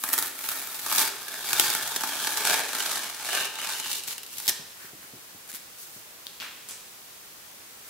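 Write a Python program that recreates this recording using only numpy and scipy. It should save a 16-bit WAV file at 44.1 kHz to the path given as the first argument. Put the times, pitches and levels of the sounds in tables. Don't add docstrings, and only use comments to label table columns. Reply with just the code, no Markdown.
import sys
import numpy as np
from scipy import signal
from scipy.fft import rfft, irfft, next_fast_len
from scipy.io import wavfile

SR = 44100
rng = np.random.default_rng(int(sys.argv[2]) if len(sys.argv) > 2 else 0)


def gain_from_decibels(decibels):
    exponent = np.asarray(decibels, float) / 20
    return 10 ** exponent


def to_wav(sig):
    pcm = np.clip(np.atleast_2d(sig), -1, 1) * 32767
    pcm = np.round(pcm).astype(np.int16)
    wavfile.write(sys.argv[1], SR, pcm.T)


N = 348081

# (time [s], canvas drive [dB], tape tautness [dB])
GRIP = [(0, -13, -8), (.06, -2, -5.5), (.5, -4.5, -16), (1, -5, -5), (1.35, -2.5, 2.5), (2, -1, -7),
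        (2.6, -0.5, -12), (3.1, -1.5, -10), (3.4, 0.5, 2), (3.72, -1.5, -0.5), (3.93, -13.5, -1.5),
        (4.1, -10.5, -11), (4.46, -28, -10), (4.5, 14, -14)]


def peel():
    # (time [s], peak [dB], canvas ring re peak [dB])
    edge_releases = [(.0382, -6, -17), (.0895, -13.5, -16.5), (.131, 0.5, -28), (.1376, -7, -15.5),
                     (.1794, -7, -17.5), (.187, -6, -20), (.2254, -7, -18), (.271, -15, -30),
                     (.4418, -13.5, -15), (.4877, -13, -13), (.8633, -11.5, -12.5), (.9162, -22, 0),
                     (.982, -2, -20), (1.0005, -7, -18), (1.0124, -9.5, -15), (1.4946, -12, -35),
                     (1.5314, -1, -18), (1.5973, 5.5, -19), (1.6626, -16, -8), (1.702, -5, -23),
                     (1.7499, -5, -13), (1.9615, -3.5, -19.5), (2.0093, -6, -19), (2.036, -9.5, -10.5),
                     (2.2737, -10, -10.5), (2.372, -4, -20), (2.4518, -10, -22), (2.5427, -14, -2.5),
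                     (2.8041, -5, -15), (2.9166, -15, -17)]
    # (time [s], peak [dB], canvas ring re peak [dB])
    further_releases = [(2.2464, -11.5, -14), (2.4737, -16, -12), (2.4972, -7.5, -8), (2.511, -10, -9),
                        (2.5304, -10, -11), (2.5932, -11.5, -9.5), (2.7503, -15, -5.5), (2.8596, -22.5, 0),
                        (2.9707, -20, -5), (3.099, -25, -8.5), (3.2888, -20.5, -1), (3.3727, -25, 4.5),
                        (3.4544, -12, -24), (3.6931, -18.5, -11), (3.3448, -18, -8), (3.4091, -16, -5.5),
                        (3.5874, -15, -11.5), (3.7995, -11.5, -21), (3.8599, -14.5, -14.5),
                        (3.913, -16, -26), (3.931, -12, -30), (3.997, -32, -29), (4.0365, -16, -36),
                        (4.0778, -11, -24), (4.1808, -13, -51), (4.2327, -17.5, -28), (4.2643, -21, -34),
                        (4.3835, -16.5, -28), (4.4008, -12, -24), (4.4592, -19, -17)]
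    # (time [s], peak [dB], canvas ring re peak [dB])
    snap_free = [
        (4.4691, -20, -27),
        (4.4795, -6, -24),
        (4.4832, -9, -25),
        (4.4866, -16, -14),
        (4.4891, -6, -22),
        (4.494, -5, -27),
        (4.4969, -13, -25),
        (4.5022, -18, -16),
    ]
    # (time [s], peak [dB])
    creases = [(5.477, -31), (5.4919, -27), (5.4996, -27), (5.5048, -27), (5.5168, -23), (5.5298, -27),
               (5.5395, -26), (5.548, -20), (5.5553, -23), (5.5612, -25), (5.5684, -26), (5.5754, -33)]
    # (frequency [Hz], level per Hz [dB])
    tear_colour = [(1180, -10), (2000, -6), (2310, -3), (2750, -4), (3650, 3), (5100, 1), (11700, 1),
                   (15600, -3.5)]
    # (time [s], level [dB])
    sheen_gain = [(0, 8), (1.1, 2.5), (2, -0.5), (3.6, -6), (4.3, 2.5), (5.5, 5.5)]
    # (frequency [Hz], width [Hz], level at start, midway, near the corner [dB])
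    canvas_modes = [(99, 99, -8, -13, -17), (151, 67, -10.5, -12, -14), (274.3, 64, -6.5, -9.5, -13),
                    (386, 65, -6.5, -8, -9.5), (711, 173, -4.5, -2.5, -6.5), (889, 110, 0.5, 2, 1.5),
                    (1220, 159, 2.5, -1.5, 0), (1415, 122, 3, -0.5, 1), (1620, 196, 1, 2, 1.5),
                    (1833, 144, 1, -1.5, 1), (2280, 350, -2, -6, -1)]
    # (frequency [Hz], width [Hz], level at start, midway, near the corner [dB])
    tape_modes = [(2695, 51, -32, -2, 3), (3010, 180, -29, 6, 3.5), (3200, 240, -32, 3.5, -21),
                  (3660, 180, -6, 4, 2), (4240, 440, -34, -13, -14), (4720, 160, -1.5, -3, -21),
                  (5260, 90, -27, -47, -10)]

    tear_db, canvas_db, flap_db, cloth_db = pull()
    releases = edge_releases + further_releases + small_releases(tear_db, cloth_db, count=160)
    ticks = glue_ticks(per_s=2200, spread_db=2.0, clump_db=0.72)
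    flurry = aftershocks(releases, level_db=-19.5, lead_s=0.0013, die_s=0.0035)
    flurry = flurry + aftershocks(snap_free, level_db=-25, lead_s=0.001, die_s=0.003)

    stuck = tear_db > -150
    signs = rng.choice([-1, 1], N)
    air = scatter(ticks * (gain_from_decibels(tear_db - 2.5) + flurry), die_s=0.0012, share=0.28, late=3)
    cloth = ticks * signs * stuck * gain_from_decibels(canvas_db + 8)
    strip = scatter(ticks * stuck * gain_from_decibels(flap_db + 5.5), die_s=0.00042, share=0.41)

    release, shove = cracks(releases, level_db=-1.5, ring_db=28.5, die_s=0.0012)
    snap, snap_shove = cracks(snap_free, level_db=7, ring_db=27, die_s=0.0016)
    snap = snap * gain_from_decibels([[0], [0], [-4.5]])
    crease_rows = [(s, peak_db, -12) for s, peak_db in creases]
    crease, crease_shove = cracks(crease_rows, level_db=5, ring_db=24, die_s=0.0006)

    air = coloured(air + release + snap + crease, tear_colour)
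    sheen = filtered(air, 2, 9000)
    air = air + (gain_from_decibels(in_time(sheen_gain + [(N / SR, 0)])[0]) - 1) * sheen
    canvas = resonate(cloth + shove + snap_shove, along_edge(canvas_modes, wander_db=3.0))
    flap = resonate(strip + gain_from_decibels(5) * release, along_edge(tape_modes, wander_db=4.5))
    slack = resonate(gain_from_decibels(-2) * snap, [(3230, 930, 3.4), (5670, 1700, 11.4)])
    paper = resonate(crease_shove, [(2010, 560, 0)])
    return air + canvas + flap + slack + paper


def pull():
    # (peak time [s], level [dB], rise [s], fall [s])
    tugs = [(.07, -39.5, 0.13, 0.45), (.24, -38.5, .15, 0.12), (.5, -36, 0.21, 0.24),
            (.76, -39.5, 0.33, 0.62), (.985, -26.5, 0.19, 0.16), (1.4, -40, 0.49, 0.63),
            (1.63, -30, 0.28, 0.29), (1.87, -36.5, 0.63, 0.26), (2.22, -34, 0.5, 0.62),
            (2.52, -27.5, 0.25, 0.17), (2.8, -33, 0.31, 0.58), (3.01, -40, 0.2, 0.11),
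            (3.369, -33, 0.32, 0.19), (3.69, -34.5, 0.27, 0.26), (3.93, -35.5, 0.22, .15),
            (4.1, -34.5, 0.075, 0.074), (4.39, -41, 0.16, 0.58), (4.49, -42, .1, 0.039)]
    free_s = 4.52
    t = np.arange(N) / SR
    power = sum(swell(*row) ** 2 for row in tugs)
    tear_db = np.where(t < free_s, 10 * np.log10(power), -200)
    cloth_db, taut_db = in_time(GRIP)
    extra_swing_db = 0.067 * (tear_db + 38)
    return tear_db, tear_db + cloth_db + extra_swing_db, tear_db + taut_db, cloth_db


def swell(peak_s, level_db, rise_s, fall_s):
    t = np.arange(N) / SR - peak_s
    away = np.minimum(np.where(t < 0, -t / rise_s, t / fall_s), 4)
    return gain_from_decibels(level_db - 28 * away ** 1.89)


def glue_ticks(per_s, spread_db, clump_db):
    sizes = gain_from_decibels(spread_db * np.minimum(rng.exponential(1, N), 4.5))
    clumps = gain_from_decibels(clump_db * (drift(12.6) + 1.2 * drift(61)))
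    return rms_one(sizes * clumps * (rng.random(N) < per_s / SR))


def small_releases(tear_db, cloth_db, count):
    place, size = rng.random((count, 2)).T
    s = (np.arange(count) + place) * GRIP[-2][0] / count
    at = (s * SR).astype(int)
    peak_db = tear_db[at] + 14.5 - 4 * np.log(1.12 - size)
    return list(zip(s, peak_db, cloth_db[at] - 10))


def cracks(table, level_db, ring_db, die_s):
    s, peak_db, body_db = np.transpose(table)
    lag, strength = rng.random((len(s), 2)).T
    size = gain_from_decibels(peak_db + level_db)
    echo = strikes(s + 0.00005 + 0.0003 * lag, 0.8 * strength * size)
    spikes = strikes(s, size) - echo
    shove = strikes(s, gain_from_decibels(peak_db + body_db + ring_db))
    return scatter(spikes, die_s, share=0.14), shove


def aftershocks(table, level_db, lead_s, die_s):
    s, peak_db, _ = np.transpose(table)
    fall = np.exp(-1 / (die_s * SR))
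    rise = np.exp(-2 / (lead_s * SR))
    start = strikes(np.maximum(s - lead_s, 0), gain_from_decibels(peak_db + level_db))
    return signal.lfilter([1 - rise], [1, -rise], signal.lfilter([1], [1, -fall], start))


def along_edge(modes, wander_db):
    stages = [.6, 2.2, 3.6]
    t = np.arange(0, N + 64, 64) / SR
    knots = np.arange(0, t[-1] + 0.1, 0.04)
    wander = wander_db * rng.standard_normal((len(modes), len(knots)))
    moving = []
    for (hz, width, *db), own in zip(modes, wander):
        level_db = np.interp(t, stages, db) + np.interp(t, knots, own)
        moving.append((hz, width, np.repeat(level_db, 64)[:N]))
    return moving


def scatter(ticks, die_s, share, late=0):
    r = np.exp(-1 / (die_s * SR))
    splash = np.sqrt(signal.lfilter([0, 1], [1, -r * r], ticks ** 2 + 1e-18))
    left, right = share * splash * rng.standard_normal((2, N))
    aside = ticks * (rng.random(N) < 0.5)
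    return np.array([left - ticks + aside - np.roll(aside, late), right - ticks, -ticks])


def rub():
    # (peak time [s], high level [dB], rise [s], fall [s], low level re high [dB])
    rubs = [
        (4.842, -52, 0.14, 0.11, -3),
        (5.03, -57, 0.036, .1, -2),
        (5.5, -45, .02, 0.028, -9),
        (5.55, -43, .02, 0.037, -14),
        (5.8, -50, .04, 0.1, -24),
        (5.97, -52.5, .3, 0.11, -20),
        (7.89, -52, 0.067, .1, -7),
    ]
    grains = rng.standard_normal((2, 2, N)) * gain_from_decibels(1.2 * drift(60))
    high = rms_one(filtered(grains[0], 2, 4500))
    low = rms_one(resonate(grains[1], [(1380, 660, 11), (2300, 2500, 0.5)]))
    return sum(gain_from_decibels(6.5) * swell(*row) * (high + gain_from_decibels(low_db) * low) for *row, low_db in rubs)


def drops():
    # (time [s], level [dB], colour [Hz], width [Hz], room feed [dB])
    landings = [
        (6.2682, -10, 3660, 1900, 6.5),
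        (6.4011, -14.5, 1900, 3200, 19),
        (6.419, -12.5, 1220, 1730, 18.5),
        (6.692, -21.5, 1300, 3000, 17.5),
        (6.688, -16, 7240, 9000, 15.5),
        (6.7108, -18.5, 5970, 8900, 14.5),
    ]
    out = 0
    for s, level_db, hz, width, room_db in landings:
        hit = scatter(strikes([s], [gain_from_decibels(level_db)]), die_s=0.0005, share=0.63)
        body = resonate(resonate(hit, [(hz, width, 0)]), [(hz, 1.9 * width, 0)])
        hit = body + gain_from_decibels(-12.5) * hit
        out = out + hit * gain_from_decibels([[0], [0], [room_db]])
    return out


def bumps():
    # (time [s], peak [dB], pitch [Hz])
    knocks = [
        (4.478, -37, 360),
        (4.839, -48, 380),
        (4.928, -40, 307),
        (5.028, -49, 398),
        (5.13, -39.5, 304),
        (5.342, -46, 304),
        (5.531, -46, 347),
        (5.958, -43.5, 310),
        (6.399, -49, 304),
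        (4.59, -38.5, 247),
    ]
    out = 0
    for s, peak_db, hz in knocks:
        push = scatter(strikes([s + 0.0048], [gain_from_decibels(peak_db + 33.5)]), die_s=0.024, share=0.076)[0]
        ring = resonate(push, [(hz, 220, 0), (105, 70, 5)])
        out = out + resonate(ring, [(220, 490, 0)])
    return out


def room(x):
    # (frequency [Hz], t60 [s], level [dB])
    bands = [(454, 0.91, 1), (1510, 0.45, -0.5), (3560, 0.86, -0.5), (7400, 0.51, 2.5), (13600, 0.16, 7)]
    t = np.arange(SR // 2) / SR
    tail = 0
    for hz, t60, level_db in bands:
        band = signal.butter(1, [hz / 1.58, min(hz * 1.39, 0.45 * SR)], "band", fs=SR, output="sos")
        noise = signal.sosfilt(band, rng.standard_normal((2, len(t))))
        tail = tail + noise * gain_from_decibels(level_db - 60 * t / t60)
    tail = tail * np.clip((t - 0.003) / 0.0013, 0, 1)
    tail = tail / np.sqrt(np.sum(tail ** 2) / 2)
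    shared = 0.94 * signal.lfilter([0.25], [1, -0.75], tail.sum(axis=0))
    return signal.fftconvolve(x, tail + shared, axes=1)[:, :N]


def preamp_hiss():
    # (frequency [Hz], level [dB])
    hiss_colour = [(13, -44), (22, -10), (270, -8), (594, -7), (1350, -6), (2160, -6.5), (3540, -7),
                   (15600, -8)]
    white = rng.standard_normal((3, N))
    bass = signal.lfilter([0.08], [1, -0.92], white[2])
    return gain_from_decibels(-45) * rms_one(coloured(white[:2] + 0.78 * bass, hiss_colour))


def rms_one(x):
    return x / np.sqrt(np.mean(x ** 2) + 1e-20)


def filtered(x, order, hz):
    return signal.sosfilt(signal.butter(order, hz, "high", fs=SR, output="sos"), x)


def in_time(rows):
    s, level_db, *rest = np.transpose(rows)
    t = np.arange(N) / SR
    return [np.interp(t, s, level_db, -200, -200)] + [np.interp(t, s, c) for c in rest]


def coloured(x, spectrum):
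    hz, level_db = np.transpose(spectrum)
    size = next_fast_len(N)
    log_hz = np.log(np.arange(size // 2 + 1) * SR / size + 1)
    gain = gain_from_decibels(np.interp(log_hz, np.log(hz), level_db))
    return irfft(rfft(x, size) * gain, size)[..., :N]


def drift(rate):
    r = np.exp(-2 * np.pi * rate / SR)
    return rms_one(signal.lfilter([1], [1, -2 * r, r * r], rng.standard_normal(N + SR))[SR:])


def resonate(x, modes):
    out = 0
    for k, (hz, width, level_db) in enumerate(modes):
        r = np.exp(-np.pi * width / SR)
        top = (-1) ** k * (1 - r * r) / 2
        drive = x * gain_from_decibels(level_db) + 1e-18
        out = out + signal.lfilter([top, 0, -top], [1, -2 * r * np.cos(2 * np.pi * hz / SR), r * r], drive)
    return out


def strikes(times, gains):
    out = np.zeros(N)
    np.add.at(out, np.minimum((np.array(times) * SR).astype(int), N - 1), gains)
    return out


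def scene():
    tape = filtered(peel() + drops(), 2, 90)
    return tape[:2] + rub() + bumps() + room(gain_from_decibels(-6) * tape[2:])


def band_limit(x):
    return signal.sosfilt(signal.butter(12, 16990, fs=SR, output="sos"), x)


def record(dry):
    x = 1.1 * np.tanh(dry / 1.1) + preamp_hiss()
    x = filtered(x, 1, 80)
    x = signal.sosfilt(signal.ellip(12, 0.5, 75, 15760, fs=SR, output="sos"), x)
    return band_limit(x)


dry = scene()
out = record(dry)
to_wav(out)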